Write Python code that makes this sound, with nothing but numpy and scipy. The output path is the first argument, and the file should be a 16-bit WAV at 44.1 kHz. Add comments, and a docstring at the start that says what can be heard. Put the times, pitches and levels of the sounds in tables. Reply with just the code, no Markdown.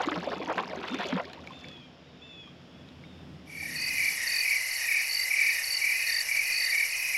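"""A canoe paddle swirls, splashes and plops through marsh water: the sound of many ringing bubbles.
A bird gives falling whistles over soft open air and a far, low drone, while drops fall from the blade.
The marsh then fades into a porch at night, where insects sing by scraping their wings: tree crickets
trill in pulsed chirps, a field cricket chirps higher up and katydids buzz at the very top.
A pressure lantern hisses behind them."""
import sys
import numpy as np
from scipy import signal
from scipy.fft import rfft, irfft, next_fast_len
from scipy.io import wavfile
from scipy.ndimage import uniform_filter1d

SR = 44100
rng = np.random.default_rng(int(sys.argv[2]) if len(sys.argv) > 2 else 0)


def pcm_store(signal):
    """Save signal as 16-bit PCM."""
    levels = np.round(np.clip(np.atleast_2d(signal), -1, 1) * 32767)
    wavfile.write(sys.argv[1], SR, levels.astype(np.int16).T)


N = 316197
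TIME = np.arange(N) / SR
NIGHT_FADE_IN_S, MARSH_FADE_OUT_S = (3.45, 4.05), (3.72, 4.5)


def from_db(db):
    """Turn decibels into a number to multiply by."""
    return 10 ** (np.asarray(db) / 20)


def rms_one(x):
    """Scale a sound so that its average power is 1."""
    return x / np.sqrt(np.mean(x ** 2) + 1e-20)


def in_time(rows):
    """Join a table's points in time with straight lines, one curve per level column."""
    s, *columns = np.transpose(rows)
    return [np.interp(TIME, s, c) for c in columns]


def add(out, s, sound):
    """Mix a short sound in, starting at s seconds."""
    at = int(round(s * SR))
    lo, hi = max(at, 0), min(at + len(sound), len(out))
    if hi > lo:
        out[lo:hi] += sound[lo - at:hi - at]


def filtered(x, spectrum):
    """Turn each frequency up or down by a table of (frequency [Hz], level [dB])."""
    hz, db = np.transpose(spectrum)
    size = next_fast_len(N + 4096)
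    bins = np.maximum(np.fft.rfftfreq(size, 1 / SR), 1)
    gain = from_db(np.interp(np.log(bins), np.log(hz), db))
    return irfft(rfft(x, size) * gain, size)[:N]


def noise(spectrum):
    """Noise with the given tone colour, at power 1."""
    return rms_one(filtered(rng.standard_normal(N), spectrum))


def drift(per_s):
    """A random wobble, about 1 in size, that turns per_s times a second."""
    knots = rng.standard_normal(2048)
    return np.interp(TIME * per_s, np.arange(len(knots)), knots)


def echoed(x, echo_db, fade_s, count=120):
    """Add many weak echoes from leaves, reeds and boards."""
    delays = rng.uniform(.003, .6 * fade_s + .004, count)
    echoes = np.zeros(int(delays.max() * SR) + 2)
    strengths = rng.choice([-1, 1], count) * from_db(-60 * delays / fade_s)
    np.add.at(echoes, (delays * SR).astype(int), strengths)
    return x + from_db(echo_db) * signal.fftconvolve(x, echoes / np.linalg.norm(echoes))[:N]


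def bubble(hz, cycles, rise):
    """A bubble rings and dies away; its pitch climbs as it nears the surface."""
    ring_s = cycles / hz
    t = np.arange(int(ring_s * SR) + 2) / SR
    loudness = from_db(-60 * t / ring_s) * (1 - np.exp(-2 * hz * t))
    return loudness * np.sin(2 * np.pi * hz * t * (1 + rise * t / ring_s))


def bubble_cloud(times, middle_hz, octaves, cycles, spread_db, length):
    """Bubbles of many sizes start at the given times; small, high ones are weaker."""
    out = np.zeros(int(length * SR))
    for s, (pitch, strength, life) in zip(times, rng.standard_normal((len(times), 3)).clip(-2, 2)):
        hz = min(middle_hz * 2 ** (octaves * pitch), SR / 5)
        gain = rng.choice([-1, 1]) * from_db(spread_db * strength - 1.5 * pitch)
        add(out, s, gain * bubble(hz, cycles * np.exp(.5 * life), rise=.25))
    return out


# how loud the stirred water is: (time [s], gurgle level [dB], spray level [dB])
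CHURN_LEVELS = [(0.0, -36, -44.5), (0.312, -39, -48), (0.786, -39.5, -50), (1.002, -39, -44),
                (1.06, -37, -42), (1.226, -48, -51.5), (1.406, -51, -59), (1.7, -49, -50.5)]

def churn():
    """The blade stirs up gurgling, ringing bubbles and fine spray; then the water settles."""
    settle, end = 1.37, 1.9   # seconds
    gurgle = bubble_cloud(rng.uniform(0, end, 1800), 680, .915, cycles=13.6, spread_db=3, length=end)
    ringing = bubble_cloud(rng.uniform(0, end, 170), 906, .8, cycles=29.4, spread_db=3, length=end)
    strays = bubble_cloud(rng.uniform(0, end, 36), 597, .7, cycles=29, spread_db=1, length=end)
    spray = bubble_cloud(rng.uniform(0, end, 1500), 3080, .5, cycles=15.3, spread_db=4, length=end)
    swirl = sum(from_db(db) * rms_one(x) for x, db in [(gurgle, -1.5), (ringing, -3.5), (strays, -4)])
    gurgle_db, spray_db = (curve[:len(gurgle)] for curve in in_time(CHURN_LEVELS))
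    out = np.zeros(N)
    add(out, 0, swirl * from_db(gurgle_db) + rms_one(spray) * from_db(spray_db))
    return out * np.interp(TIME, (settle, end), [1, 0])


# the blade's splashes: (time [s], length [s], level [dB], middle pitch [Hz])
SPLASHES = [(-.008, .031, -29, 1027), (0.021, 0.037, -36, 1720), (0.114, 0.0069, -29, 1170),
            (.151, .016, -36, 1090), (.171, .016, -34, 700), (.262, 0.034, -34, 696),
            (0.309, .034, -32, 785), (.482, 0.05, -30.5, 1060), (0.571, .034, -28.5, 1165),
            (0.579, 0.0043, -26.5, 1520), (.832, .019, -37, 1440), (.879, .008, -35.5, 2190),
            (.941, 0.0078, -36, 2680), (0.98, .063, -35, 1530), (1.123, 0.0074, -32, 1520),
            (1.15, .075, -36, 1100), (1.194, .012, -30.5, 940)]

def splashes():
    """Each splash is a quick burst of small bubbles."""
    out = np.zeros(N)
    for s, length, db, hz in SPLASHES:
        times = length * rng.beta(2, 2, size=50)
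        burst = bubble_cloud(times, hz, octaves=.68, cycles=12, spread_db=3, length=length + .05)
        power = np.sum(burst ** 2) / (length * SR)
        add(out, s, from_db(db) * burst / np.sqrt(power))
    return out


# large bubbles: (time [s], level [dB], starting pitch [Hz], pitch rise [0-1])
PLOPS = [(.074, -13.5, 293, 0.36), (.086, -13, 1150, .1), (.118, -25, 395, .26), (.174, -21, 172, 0.02),
         (.274, -16.5, 537, 0.17), (.403, -21, 422, 0.38), (.496, -18, 810, 0.2), (.634, -23, 1040, .2),
         (.732, -21, 590, .05), (.921, -28, 900, 0.56), (.944, -21, 297, .73), (1.127, -15, 239, 0.18),
         (1.149, -15.5, 181, .17), (1.166, -19, 422, 0.9)]

def plops():
    """Each plop is one large bubble ringing briefly."""
    out = np.zeros(N)
    for s, db, hz, rise in PLOPS:
        add(out, s, from_db(db) * bubble(hz, cycles=16, rise=rise))
    return out


# drops from the blade: (time [s], bubble level [dB], bubble pitch [Hz], tick level [dB])
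DRIPS = [(1.332, -45, 1690, -34), (1.473, -33.5, 2220, -38), (1.506, -36, 1002, -46),
         (1.643, -35, 2200, -47), (1.685, -46, 3180, -37), (2.474, -46.5, 1110, -52),
         (2.888, -46, 3700, -50), (3.038, -42, 2130, -56), (3.625, -42, 780, -56)]

def drips():
    """A drop ticks as it hits the water and traps a bubble that rings."""
    out = np.zeros(N)
    for s, db, hz, tick_db in DRIPS:
        tick = bubble_cloud(rng.uniform(0, .003, 8), 3300, .55, cycles=7, spread_db=1.5, length=.04)
        add(out, s, from_db(tick_db) * tick)
        add(out, s, from_db(db) * bubble(hz, cycles=57, rise=.15))
    return out


# tone colour of the water: (frequency [Hz], level [dB])
WATER_COLOUR = [(25, -28), (90, -16), (125, -21), (170, 1), (215, -6), (260, -1), (340, -3.5), (1000, 0),
                (4000, 2), (6500, 1.5), (8000, 3), (9100, -17), (10200, 11), (12500, 14), (14000, -24)]

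def paddle():
    """All the water sounds of one stroke, with short echoes."""
    water = churn() + splashes() + plops() + drips()
    return filtered(echoed(water, echo_db=-14, fade_s=.09), WATER_COLOUR)


# tone colour of the air over the marsh: (frequency [Hz], level [dB])
AIR_COLOUR = [(25, -30), (60, -12), (120, -12.5), (300, -7), (600, -8), (1000, -15), (2200, -17.5),
              (3400, -15), (4100, -24.5), (5400, -21), (6000, -32.5), (7200, -35), (8800, -80),
              (11500, -55), (14000, -78)]

def open_air():
    """A soft, steady rush of outdoor noise."""
    return from_db(-55.5) * noise(AIR_COLOUR)


# the drone's notes: (pitch [Hz], width [Hz], level [dB])
DRONE_NOTES = [(82, 4.6, -4.5), (143.5, 17, -3), (178.4, 21, -3.5), (251.5, 10.3, -5.5), (312, 37, -9.5)]
# how loud the drone is: (time [s], level [dB])
DRONE_LEVEL = [(1.3, -53.5), (1.68, -50.5), (1.99, -57), (3.33, -47), (3.5, -52.5), (3.73, -47), (3.9, -51)]

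def far_drone():
    """Noise rings at a few low pitches, making a hum that swells and sinks."""
    drone = np.zeros(N)
    for hz, width_hz, db in DRONE_NOTES:
        resonance = signal.iirpeak(hz, hz / width_hz, fs=SR)
        drone += from_db(db) * rms_one(signal.lfilter(*resonance, rng.standard_normal(N)))
    drone = signal.sosfilt(signal.butter(2, 70, "high", fs=SR, output="sos"), drone)
    level_db, = in_time(DRONE_LEVEL)
    return from_db(level_db) * rms_one(drone)


# the bird's whistles: (time [s], length [s], pitch [Hz], level [dB])
WHISTLES = [(.22, 0.36, 3640, -48), (.86, 0.33, 3680, -42.5), (1.51, 0.38, 3660, -45),
            (2.02, .3, 3830, -60), (2.204, .31, 3630, -42), (2.718, .2, 3500, -56),
            (3.021, 0.24, 3780, -55), (4.032, .27, 3590, -42.5)]

def bird():
    """A whistle slides up, falls and roughens; the voice box's other side sings a softer, lower line."""
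    scoop_s, attack_s, release_s = .015, .021, .11
    out, waver = np.zeros(N), drift(500)
    for s, length, hz, db in WHISTLES:
        t = np.arange(int(length * SR)) / SR
        progress = t / length
        bend = 1 - .16 * np.exp(-t / scoop_s) - .33 * t - .04 * progress ** 10   # scoop, fall, droop
        roughness = 1 + .021 * np.sqrt(progress) * np.interp(s + t, TIME, waver)
        phase = 2 * np.pi * np.cumsum(hz * bend * roughness) / SR
        high_voice = np.sin(phase) + from_db(-27) * np.sin(2 * phase)
        low_voice = from_db(-6.5) * np.sin(.752 * phase)
        swell = np.minimum(t / attack_s, 1) * np.sqrt(np.minimum((length - t) / release_s, 1))
        add(out, s, from_db(db) * swell * (high_voice + low_voice))
    flutter = from_db(2 * drift(350))
    return from_db(-6.5) * echoed(out * flutter, echo_db=-8.5, fade_s=.39)


def wing_stroke(hz, length, sag, droop, octave_db):
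    """One wing scrapes along the other's teeth and slows: the pitch sags, then droops at the end."""
    progress = np.linspace(0, 1, int(length * SR))
    pitch = hz * (1 - sag * (progress - .5) - droop * progress ** 6)
    phase = 2 * np.pi * (np.cumsum(pitch) / SR + rng.random())
    swell = np.abs(np.sin(np.pi * progress)) ** .51
    return swell * (np.sin(phase) + from_db(octave_db) * np.sin(2 * phase))


def scrape(strokes, length, sag, droop, octave_db, uneven_db, jitter_s):
    """Play wing strokes (time [s], pitch [Hz], level [dB]), each slightly different."""
    out = np.zeros(N)
    for (s, hz, db), (late, strong, sharp) in zip(strokes, rng.standard_normal((len(strokes), 3))):
        stroke = wing_stroke(hz * (1 + .006 * sharp), length, sag, droop, octave_db)
        add(out, s - length / 2 + jitter_s * late, from_db(db + uneven_db * strong) * stroke)
    return out


def on_the_beat(singers, swell_db):
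    """List the strokes of insects that chirp regularly; each chirp is loudest in its middle."""
    return [(start + t, hz, db - swell_db * (2 * t / length - 1) ** 2)
            for first, every, length, per_s, hz, db in singers
            for start in np.arange(first, N / SR, every)
            for t in np.arange(0, length, 1 / per_s)]


# the nearest tree cricket's chirps: (time [s], strokes [count], level [dB])
NEAR_CHIRPS = [(3.479, 8, -20), (3.985, 5, -21.5), (4.459, 5, -21), (4.892, 5, -19.5), (5.315, 8, -19.5),
               (5.822, 5, -20), (6.295, 5, -22), (6.729, 5, -19.5), (7.151, 5, -20.5)]
# its neighbours: (first chirp [s], repeat time [s], length [s], strokes [per s], pitch [Hz], level [dB])
NEIGHBOURS = [(3.57, .609, 0.22, 32, 1882, -24.8), (3.77, .523, .26, 43, 2500, -24.2),
              (3.73, .675, 0.38, 34, 2056, -27.5)]
# far tree crickets that never pause: (strokes [per s], pitch [Hz], level [dB])
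FAR_TRILLS = [(44.07, 2040, -37), (35.98, 2150, -42.5), (40.25, 2500, -43.5), (38, 2400, -48),
              (32.65, 1850, -46.5), (27.1, 2830, -42), (20.89, 2930, -44.5), (41.3, 2680, -49)]

def tree_crickets():
    """One close singer leads; its neighbours keep their own beats over far, blurred trills."""
    lead_hz, stroke_s, pause_s = 2308, .024, .006
    # strokes come as a pair, then in threes, with tiny pauses between; the first is 2 dB softer
    lead = [(s + k * stroke_s + (k + 1) // 3 * pause_s, lead_hz, db - 2 * (k == 0))
            for s, count, db in NEAR_CHIRPS for k in range(round(count))]
    endless = [(s, hz, db) for per_s, hz, db in FAR_TRILLS
               for s in np.arange(NIGHT_FADE_IN_S[0], N / SR, 1 / per_s)]
    near = scrape(lead, length=.0182, sag=.072, droop=.056, octave_db=-34, uneven_db=.9, jitter_s=.0006)
    around = scrape(on_the_beat(NEIGHBOURS, swell_db=5),
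                    length=.021, sag=.065, droop=.057, octave_db=-18, uneven_db=1.66, jitter_s=.0015)
    far = scrape(endless, length=.018, sag=.086, droop=.029, octave_db=-22.5, uneven_db=2, jitter_s=.003)
    return (from_db(-1.2) * echoed(near, echo_db=-4.5, fade_s=.25)
            + from_db(-4) * echoed(around, echo_db=-5.5, fade_s=.3)
            + from_db(-1) * echoed(far, echo_db=-3, fade_s=.4))


def buzz(strokes_per_s, top_hz, bottom_hz, sweep_s, wing):
    """Very fast wing beats, each a brief downward slide in pitch, with close echoes."""
    beats = np.cumsum(strokes_per_s * (1 + .012 * drift(12))) / SR
    t = np.minimum(beats % 1 / strokes_per_s, sweep_s)   # time within each beat
    phase = 2 * np.pi * t * (top_hz - (top_hz - bottom_hz) * t / sweep_s / 2)
    sweeps = np.sin(np.pi * t / sweep_s) * np.sin(phase) * from_db(1.6 * drift(130))
    return rms_one(filtered(echoed(sweeps, echo_db=-12, fade_s=.02), wing))


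# tone colours of two katydids' wings and of a far rasp: (frequency [Hz], level [dB])
NEAR_WING = [(7000, -17), (9000, -12), (9600, 1.5), (10200, -12), (10680, -1), (11020, -2), (11420, 6),
             (11850, -1), (12500, 2), (13500, -16)]
STEADY_WING = [(7000, -20), (8600, -2.5), (9600, 1), (10150, -9), (10700, 3.5), (11050, -2), (11450, 0.5),
               (11850, -5), (12500, -4), (13500, -14)]
RASP_COLOUR = [(5000, -28), (6800, -1.5), (7700, 2), (9000, -3), (11000, -3.5), (13000, -21), (15800, -17)]

def katydids():
    """One buzzes its wings in swelling phrases, one without pause; a far one rasps in quick throbs."""
    start_s, every_s, length_s, swell_db, gap_db = 3.45, .391, .328, 3.5, -7
    progress = (TIME - start_s) % every_s / length_s
    phrase_db = np.where(progress < 1, swell_db * (progress - .5), gap_db)
    phrases = uniform_filter1d(from_db(phrase_db), size=300)
    near = buzz(strokes_per_s=132.6, top_hz=13300, bottom_hz=7800, sweep_s=.00222, wing=NEAR_WING)
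    steady = buzz(strokes_per_s=136, top_hz=13550, bottom_hz=7450, sweep_s=.0021, wing=STEADY_WING)
    throb_hz = 16 * (1 + .1656 * drift(7.6))
    throb = from_db(7 * np.sin(2 * np.pi * np.cumsum(throb_hz) / SR))
    rasp = rms_one(throb * noise(RASP_COLOUR))
    flicker = from_db(1.4 * drift(60))
    return from_db(-43.5) * phrases * near + from_db(-46) * flicker * steady + from_db(-46.5) * rasp


# tone colour of the lantern and far insects: (frequency [Hz], level [dB])
HISS_COLOUR = [(25, -6), (55, -16.5), (100, -8.5), (170, -18.5), (330, -18), (650, -8.5), (1450, -11),
               (2200, 10.5), (3350, -17), (4400, -4), (5600, 4.5), (6700, -6), (7500, -19.5), (10000, -8.5),
               (13500, -18.5), (16000, -37)]

def night_hiss():
    """The lantern's steady jet blends with countless far insects."""
    return from_db(-36.5) * noise(HISS_COLOUR) * from_db(drift(70))


# the field cricket: (main run start [s], strokes [count], lead-in strokes [count], lead-in spacing [s])
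FIELD_CHIRPS = [(3.804, 5, 2, .017), (4.325, 5, 2, .024), (5.153, 5, 3, .019), (5.709, 4, 2, .033),
                (6.126, 5, 2, .026), (6.582, 5, 3, .018), (6.71, 1, 0, 0)]
# far answers: (first chirp [s], repeat time [s], length [s], strokes [per s], pitch [Hz], level [dB])
FIELD_ANSWERS = [(3.46, .478, .22, 45, 4524, -36), (3.68, 0.98, .2, 37, 4520, -33.5)]

def field_crickets():
    """A few lower wing strokes lead into an even run; distant answers are blurred by echoes."""
    lead_hz, lead_db = 4490, -26.5
    run_hz, run_db, stroke_s = 4595, -24, .0213
    strokes = []
    for s, count, lead_count, spacing in FIELD_CHIRPS:
        strokes += [(s - (k + 1) * spacing, lead_hz, lead_db) for k in range(lead_count)]
        strokes += [(s + k * stroke_s, run_hz, run_db) for k in range(count)]
    song = scrape(strokes,
                  length=.0135, sag=.034, droop=.075, octave_db=-36, uneven_db=.66, jitter_s=.00045)
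    answers = scrape(on_the_beat(FIELD_ANSWERS, swell_db=3),
                     length=.014, sag=.056, droop=.071, octave_db=-36, uneven_db=3, jitter_s=.003)
    return (from_db(-.6) * echoed(song, echo_db=-15, fade_s=.16)
            + from_db(-2.5) * echoed(answers, echo_db=-3.5, fade_s=.2))


# a tiny insect: (first chirp [s], repeat time [s], length [s], strokes [per s], pitch [Hz], level [dB])
TINY_CHIRPS = [(3.85, .515, .19, 45, 15600, -55)]

def tiny_insect():
    """Faint wing strokes, almost too high to hear."""
    return scrape(on_the_beat(TINY_CHIRPS, swell_db=3),
                  length=.01, sag=.03, droop=.02, octave_db=-80, uneven_db=2, jitter_s=.001)


def scene():
    """The marsh fades out as the night fades in."""
    marsh = paddle() + open_air() + far_drone() + bird()
    night = tree_crickets() + katydids() + night_hiss() + field_crickets() + tiny_insect()
    marsh *= np.interp(TIME, MARSH_FADE_OUT_S, [1, 0])
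    night *= np.interp(TIME, NIGHT_FADE_IN_S, [0, 1])
    return (marsh + night)[None]


def record(dry):
    """Steeply cut away the very highest treble, above 15900 Hz."""
    return signal.sosfilt(signal.ellip(12, .1, 90, 15900, fs=SR, output="sos"), dry)


dry = scene()
out = record(dry)
pcm_store(out)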